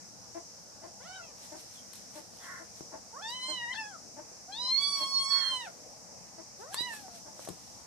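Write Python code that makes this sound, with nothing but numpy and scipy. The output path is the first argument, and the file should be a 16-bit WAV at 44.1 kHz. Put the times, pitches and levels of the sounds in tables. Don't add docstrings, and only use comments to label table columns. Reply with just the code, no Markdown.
import sys
import numpy as np
from scipy import signal
from scipy.fft import rfft, irfft, next_fast_len
from scipy.io import wavfile
from scipy.ndimage import uniform_filter1d

SR = 44100
rng = np.random.default_rng(int(sys.argv[2]) if len(sys.argv) > 2 else 0)


def materialize(psi):
    bounded = np.clip(np.atleast_2d(psi).T, -1, 1)
    quanta = np.round(bounded * 32767).astype(np.int16)
    wavfile.write(sys.argv[1], SR, quanta)


N = 346626


def undb(db):
    return 10 ** (np.asarray(db) / 20)


def unit(x):
    return x / np.sqrt(np.mean(x ** 2))


def ring(x, modes):
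    out = 0
    for k, (hz, width, db) in enumerate(modes):
        b, a = signal.iirpeak(hz, hz / width, SR)
        out = out + (-1) ** k * undb(db) * signal.lfilter(b, a, x)
    return out


def walk(rate, size=N):
    hold = int(SR / rate)
    steps = np.repeat(rng.standard_normal(size // hold + 1), hold)
    return 1.38 * uniform_filter1d(uniform_filter1d(steps, hold), hold)[:size]


def add(out, x, s):
    i = int(s * SR)
    out[..., i:i + x.shape[-1]] += x[..., :N - i]


def yard(colour, db, flicker_db):
    size, (hz, colour_db) = next_fast_len(N), np.transpose(colour)
    f = np.fft.rfftfreq(size, 1 / SR) + 1
    gain = undb(np.interp(np.log(f), np.log(hz), colour_db, left=-80))
    apart = np.clip(f / 1300, .3, 1)
    mid, side = rfft(rng.standard_normal((2, size)))
    ports = gain * (mid + apart * side * np.array([[1], [-1]])) / np.sqrt(1 + apart ** 2)
    out, swell_db = 0, 0.3 * walk(0.24)
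    first, last = int(2 * np.log2(hz[0])), int(2 * np.log2(hz[-1])) + 1
    for k in range(first, last + 1):
        share = np.clip(1 - np.abs(2 * np.log2(f) - k), 0, 1)
        band = irfft(ports * share, size)[:, :N]
        out = out + band * undb(swell_db + flicker_db * walk(10))
    return unit(out) * undb(db)


def rumble():
    # f/Hz, level/dB (density, relative)
    rumble_colour = [(40, -30), (55, -8.5), (124, -0.5), (151, -6.5), (179, 2), (340, -5.5), (415, -13.5),
                     (451, -4), (638, -5.5), (859, -6), (903, -10), (1340, -16), (2600, -20.5), (3400, -72)]
    return yard(rumble_colour, db=-54.5, flicker_db=1.83)


def hiss():
    # f/Hz, level/dB (density, relative)
    hiss_colour = [(2300, -70), (2700, -20), (3500, -22), (4600, -9.5), (5100, -2), (5800, 1), (7100, -7),
                   (7600, -11), (8800, -12.5), (9400, -18.5), (14300, -27)]
    return yard(hiss_colour, db=-51.5, flicker_db=0.78)


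def bird(calls, throat, arch, edge):
    out, jitter, shimmer, air = np.zeros(N), walk(300), walk(300), rng.standard_normal(N)
    for s, db, hz, length, rough in calls:
        i = int(s * SR) + np.arange(int(length * SR))
        u = np.linspace(-1, 1, len(i))
        arched_hz = hz * (1 - arch * u ** 2)
        cycles = np.cumsum(arched_hz * (1 + 0.12 * rough * jitter[i])) / SR
        pulses = np.diff(np.floor(cycles), prepend=0) * undb(2.8 * rough * shimmer[i])
        fade = np.clip((1 - np.abs(u)) / edge, 0, 1)
        call = (pulses + rough * 0.14 * air[i]) * fade
        out[i] += undb(db) * unit(ring(ring(call, throat), throat)) / 2.36
    return out


def hen():
    # t/s, level/dB (the rms lies 7.5 dB lower), top pitch f/Hz, length/s, roughness 0-1
    clucks = [(.342, -37, 345.7, 0.041, 0.22), (.817, -43, 331, 0.048, 0.64),
              (1.512, -39.5, 309.5, 0.045, 0.27), (2.145, -40, 302.3, 0.047, 0.2),
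              (2.59, -48, 331, 0.043, .1), (2.912, -39.5, 298, 0.053, 0.93),
              (3.475, -37.5, 304, 0.049, 0.22), (4.16, -40, 296, 0.05, 0.2), (4.995, -40, 299, 0.045, 0.3),
              (5.5, -43.5, 291, 0.044, 0.06), (6.375, -43, 324, 0.031, 0.21),
              (7.25, -45, 303.6, 0.037, 0.43)]
    # f/Hz, width/Hz, level/dB for one pass
    beak = [(295, 88, 1.5), (645, 234, 1), (925, 226, 0), (1720, 910, -8.5)]
    return bird(clucks, beak, arch=0.052, edge=0.33)


def tract_db(hz, opening, mouth_db, throat_db, throat_hz):
    # f/Hz, level/dB
    voice = [(400, 3), (1100, -2.5), (1500, -6), (1900, -4), (2200, -13), (2600, -15.5), (3100, -7),
             (3600, -11), (4300, -5.5), (5000, -10.5), (5600, -3)]
    shut_hz, wide_hz = 900, 4800
    mouth_width_oct, throat_width_oct = 0.32, 0.43
    octaves = np.log2(hz / shut_hz) - opening * np.log2(wide_hz / shut_hz)
    voice_hz, colour_db = np.transpose(voice)
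    voice_db = np.interp(np.log(hz), np.log(voice_hz), colour_db)
    fall_db = 14 + 24 * np.clip(1 - opening / .28, 0, 1)
    throat = np.exp(-(np.log2(hz / throat_hz) / throat_width_oct) ** 2)
    mouth = np.exp(-(octaves / mouth_width_oct) ** 2)
    return voice_db + throat_db * throat + mouth_db * mouth - fall_db * np.maximum(octaves, 0)


def sheen_db(hz, opening):
    # f/Hz, level/dB
    sheen = [(4500, -14.5), (5800, -20.5), (6600, -29.5), (7500, -25.5), (8400, -20.5), (9800, -20),
             (10800, -34), (13200, -30), (14200, -35)]
    sheen_hz, colour_db = np.transpose(sheen)
    shut_db = -35
    return np.interp(np.log(hz), np.log(sheen_hz), colour_db, right=-90) + shut_db * (1 - opening)


def kitten():
    # t/s, pitch f/Hz, level/dB before the tract, mouth opening 0-1,
    # ring of the mouth level/dB, ring of the throat level/dB
    mews = [
        [(.99, 439, -64, 0.1, 0, 0), (1.005, 465, -57.5, 0.22, 2, -2), (1.04, 598, -68, 0.8, 1, -8),
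         (1.06, 678, -57.5, 0.6, -3, 7), (1.085, 757, -59, 0.75, -1, 8), (1.1, 724, -57, 0.66, -4, 4),
         (1.13, 753, -59, 0.77, 2, 8), (1.17, 763, -60, 0.87, 7, 12), (1.21, 696, -59, 0.5, -4, 6),
         (1.24, 664, -66.5, .68, 16, -4), (1.28, 615, -71, 0.59, 12, -4), (1.33, 568, -66, 0.53, 4, 3)],
        [(3.12, 408, -59, 0.02, 0, -3), (3.15, 481.5, -63.5, 0.18, 24, 6), (3.21, 719, -56.5, 0.24, 7.5, -2),
         (3.225, 841, -52, 0.76, 3, 5), (3.3, 947, -49, 0.96, 14, -1), (3.34, 1003, -52, 0.81, 15, 1),
         (3.43, 1005, -51, 0.8, 14.5, 1), (3.5, 1061, -51, 0.88, 15.5, 4), (3.56, 1000, -53, 0.81, 24, 5),
         (3.66, 928, -51.5, 0.68, 0.5, 13.5), (3.72, 1008, -50.5, 0.8, 7, 14), (3.732, 1044, -53, 0.78, 25, 2),
         (3.745, 832, -54.5, 1, 6.5, 9), (3.785, 904, -48.5, 0.66, 15, 3.5), (3.84, 852, -50, 0.72, 2, 5),
         (3.9, 827, -52.5, 0.4, -7, 1), (3.955, 660, -61.5, 0.23, 9.5, 1), (3.99, 520, -74, 0.05, -2, -5)],
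        [(4.47, 660, -55, 0.15, 3, 0), (4.512, 799, -51, 0.23, -6, -7), (4.525, 810, -58.5, 0.85, 17, 3),
         (4.57, 920, -53.5, 0.9, 18.5, -4), (4.63, 1012, -47.5, 0.97, 15.5, -17),
         (4.69, 1020, -46.5, 0.94, 15, -7), (4.77, 1080, -60, 0.91, 31, 27), (4.82, 1126, -53, 0.89, 32, 13),
         (4.87, 1130, -50, 0.89, 26.5, 0), (4.92, 1143, -49, 0.96, 20, 3), (4.99, 1114, -45.5, 0.96, 17.5, 0),
         (5.04, 1079, -45.5, 0.93, 12, -5), (5.1, 1097, -46.5, 1, 1, -9), (5.17, 1078, -48.5, 0.94, 21, -16),
         (5.24, 1096, -46.5, 1, 4.5, 7), (5.31, 1113, -46, 0.92, 24.5, -2), (5.39, 1096, -45.5, 0.89, 18.5, 9),
         (5.44, 1068, -50, 0.87, 26.5, -8), (5.52, 1045, -47, 0.84, 15.5, -8), (5.6, 988, -48, 0.8, 11.5, -1.5),
         (5.65, 913, -53.5, 0.76, 9.5, 3.5), (5.68, 695, -47, 0.27, -1, 2), (5.72, 635, -81, 0.02, -5, -7)],
        [(6.58, 337, -62, 0, -2, 0), (6.62, 436, -57, 0.17, -3, 10), (6.68, 636, -58.5, 0.2, 6, 8),
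         (6.725, 786, -52, 0.02, 2, 0), (6.74, 841, -64, 0.94, 13, 13), (6.765, 878, -61, 0.91, 21, 6),
         (6.79, 946, -49, 0.93, 14.5, 1), (6.82, 977, -53.5, 0.89, 21.5, 5), (6.855, 991, -53, 0.96, 16, 9),
         (6.88, 958, -50, 0.68, 7.5, 3), (6.91, 911, -55, 0.62, 1, 9), (6.94, 872, -59, 0.57, 9, 11.5),
         (6.985, 846, -58.5, 0.62, 8, 6), (7.0, 829, -59, 0.53, 0, -6), (7.025, 809, -65, 0.4, -2, -4),
         (7.045, 775, -55.5, 0.16, -3, -5), (7.1, 709, -56, 0.17, -4, -4), (7.15, 695, -61.5, 0, 0, 0),
         (7.2, 659, -66, 0.06, 0, 0)],
    ]
    throats_hz = [1400, 1830, 1880, 1800]
    # start t/s, length/s, pitch scatter as a share
    cracks = [(1.0, .05, .035), (1.1, .2, .02), (3.735, .03, .045), (3.77, .14, .012), (5.66, .06, .06),
              (6.74, .06, .012), (6.88, .25, .012), (4.55, .2, .006), (4.78, .3, .007)]
    # t/s, level/dB
    sheen_level = [(3.3, 7), (3.4, 5), (3.5, 15), (3.62, 3), (3.8, 10), (4.58, 7.5), (4.68, 1.5),
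                   (4.82, 13.5), (5.0, 6), (5.35, 9), (5.55, 7.5), (6.8, 5)]
    waver, flutter_depth = .0045, .4
    step_db, sway_db = 3, 2.5
    side_db = 1.5

    t = np.arange(N) / SR
    scatter = sum(share * np.exp(-np.abs(t - s - length / 2) / length * 2) for s, length, share in cracks)
    out, drift = np.zeros((2, N)), 1 + waver * walk(45) + scatter * walk(400)
    echo = [walk(40) + 1j * walk(40) + .3 * walk(150) for _ in range(5)]
    turn = [walk(5) for _ in range(5)]
    rasp = 0.7 * (walk(250) + 1j * walk(250))
    for mew, throat_hz in zip(mews, throats_hz):
        s, *controls = np.transpose(mew)
        i = np.arange(int(s[0] * SR), int(s[-1] * SR))
        hz, level_db, *tract = (np.interp(i / SR, s, c) for c in controls)
        hz = uniform_filter1d(hz, size=300)
        phase = 2 * np.pi * np.cumsum(hz * drift[i]) / SR
        part_db = [level_db + tract_db(k * hz, *tract, throat_hz) for k in range(1, 6)]
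        high_db = level_db + np.interp(i / SR, *np.transpose(sheen_level))
        for k in range(6, 14):
            sway = sway_db * walk(13.94, size=len(i))
            part_db.append(high_db + sheen_db(k * hz, tract[0]) - step_db * (k - 8) + sway)
        edge = signal.windows.tukey(len(i), 0.048 / (s[-1] - s[0]))
        for k, db in enumerate(part_db):
            depth = flutter_depth * min((k + 2) / 5, 1.5)
            flutter = 1 + depth * (echo[k % 5][i] + (k > 4) * rasp[i])
            partial = np.sqrt(2) * edge * undb(db) * flutter * np.exp(1j * (k + 1) * phase)
            out[0, i] += partial.real
            side = undb(side_db) * min((k + 1.4) / 4, 1)
            out[1, i] += side * (partial * np.exp(4j * turn[k % 5][i])).real
    return out


def paper(crackle_db=2.0):
    # t/s of the peak, level/dB (rms at the peak), fade time/s
    drags = [(1.44, -52, 0.077), (1.6, -54, 0.046), (1.75, -55, 0.084), (1.97, -54.5, 0.074),
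             (2.17, -51.5, 0.045), (2.45, -54, 0.14), (2.78, -56.5, 0.063), (3.3, -56, 0.037),
             (4.82, -49.5, 0.044), (4.99, -46.5, 0.067), (5.45, -54, 0.23), (6.61, -58, 0.036),
             (6.741, -45, 0.029), (6.81, -45.5, 0.017), (6.94, -47, 0.067), (7.16, -52.5, 0.032),
             (7.42, -54, 0.082), (7.66, -60, 0.49)]
    # t/s, peak level/dB before panning, left minus right level/dB
    snaps = [(1.933, -37, 7), (1.9547, -41, -8), (2.158, -43, 2), (2.371, -44.5, 6), (3.303, -43, 3),
             (6.7432, -22, 3), (7.45, -40, 7), (7.4872, -34.5, 5)]
    # f/Hz, width/Hz, level/dB
    sheet = [(2600, 7800, -6.5), (4310, 380, 2.5), (7700, 1550, -4), (12000, 7000, -8.5)]
    rise_share = 0.62
    t, drag = np.arange(N) / SR, 0
    for s, db, fade in drags:
        drag = drag + undb(db) * np.exp(-np.abs(t - s) / np.where(t < s, rise_share * fade, fade))
    crackle = np.repeat(np.minimum(rng.exponential(size=N // 40 + 1), 4), 40)[:N]
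    grains = rng.standard_normal((2, N)) * undb(crackle_db * crackle)
    out = unit(ring(grains, sheet)) * drag
    t = np.arange(int(0.065 * SR)) / SR
    decay = np.exp(-t / 0.0041) + 0.17 * np.exp(-t / 0.032)
    for s, db, pan_db in snaps:
        snap = ring(rng.standard_normal(len(t)) * decay, sheet)
        ports_db = db + np.array([[pan_db], [-pan_db]]) / 2
        add(out, undb(ports_db) * snap / np.abs(snap).max(), s)
    return out


def chick():
    # t/s, peak level/dB
    peeps = [(1.742, -58), (2.395, -60.5)]
    from_hz, to_hz, length_s = 3520, 3000, .058
    out, u = np.zeros(N), np.linspace(0, 1, int(length_s * SR))
    phase = 2 * np.pi * np.cumsum(from_hz + (to_hz - from_hz) * u ** 2) / SR
    throb = np.abs(np.sin(2 * np.pi * u))
    for s, db in peeps:
        add(out, undb(db) * throb * np.sin(phase), s)
    return out


def paws():
    # t/s, peak level/dB before the room, ring f/Hz, t60/s of the push
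    thud_table = [(2.3355, -44.5, 584, 0.03), (2.8079, -31, 292, 0.014), (4.3177, -41, 363, 0.04),
                  (6.7438, -26.5, 910, 0.012), (6.8078, -30.5, 255, 0.02), (6.9375, -39, 869, 0.03),
                  (7.0815, -37.5, 685, 0.02), (7.3935, -32.5, 540, 0.015), (7.4743, -32, 603, 0.04),
                  (7.4874, -26.5, 402, 0.05), (7.4933, -32.5, 260, .05), (7.5025, -33, 160, .12)]
    out, t = np.zeros(N), np.arange(int(.15 * SR)) / SR
    pad = np.hanning(24)
    for s, db, hz, t60 in thud_table:
        push = 0.35 * rng.standard_normal(len(t)) * np.exp(-np.log(1000) * t / t60)
        push[0] += 12
        floor = [(hz, 0.22 * hz, 0), (1.3 * hz, 2.3 * hz, -13), (0.61 * hz, 0.4 * hz, -6)]
        hit = ring(np.convolve(push, pad), floor)
        add(out, undb(db) * hit / np.abs(hit).max(), s)
    return out


def crow():
    # t/s, level/dB (the rms lies 7.5 dB lower), top pitch f/Hz, length/s, roughness 0-1
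    caws = [(2.385, -45.5, 354, 0.26, .38), (5.27, -43, 360, 0.289, 0.42)]
    # f/Hz, width/Hz, level/dB for one pass
    crow_throat = [(980, 410, -3), (1430, 300, 2.5), (1800, 600, 1), (2200, 340, -4.5)]
    return bird(caws, crow_throat, arch=0.07, edge=0.63)


def room(x):
    t60_s, tail_db, dull_hz, lag = 0.16, -3.5, 5340, 2
    t = np.arange(int(.5 * SR)) / SR
    tail = rng.standard_normal((2, len(t))) * np.exp(-np.log(1000) * t / t60_s) * (t > .003)
    tail = signal.lfilter(*signal.butter(1, dull_hz, fs=SR), tail)
    tail *= undb(tail_db) / np.sqrt(np.sum(tail ** 2, axis=1, keepdims=True))
    tail[0, lag] += 1
    tail[1, 0] += 1
    return signal.fftconvolve(x[None], tail, axes=1)[:, :N]


def scene():
    paw_room, mew_room = undb(-7), undb(-3)
    outside = rumble() + hiss()
    both, apart = kitten()
    mews = np.array([both + apart, both - apart])
    thuds = paws()
    birds = hen() + chick() + crow()
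    walls = room(birds + paw_room * thuds + mew_room * both)
    return mews + (1 - paw_room) * thuds + walls + paper() + outside


def record(dry):
    bass_cut_hz, bass_kept_db, top_hz = 478, -11.5, 14250
    high_pass = signal.butter(2, bass_cut_hz, "high", fs=SR, output="sos")
    thin = signal.sosfilt(high_pass, dry[1])
    wet = np.array([dry[0], thin + undb(bass_kept_db) * (dry[1] - thin)])
    return signal.sosfilt(signal.ellip(10, .2, 80, top_hz, fs=SR, output="sos"), wet)


dry = scene()
out = record(dry)
materialize(out)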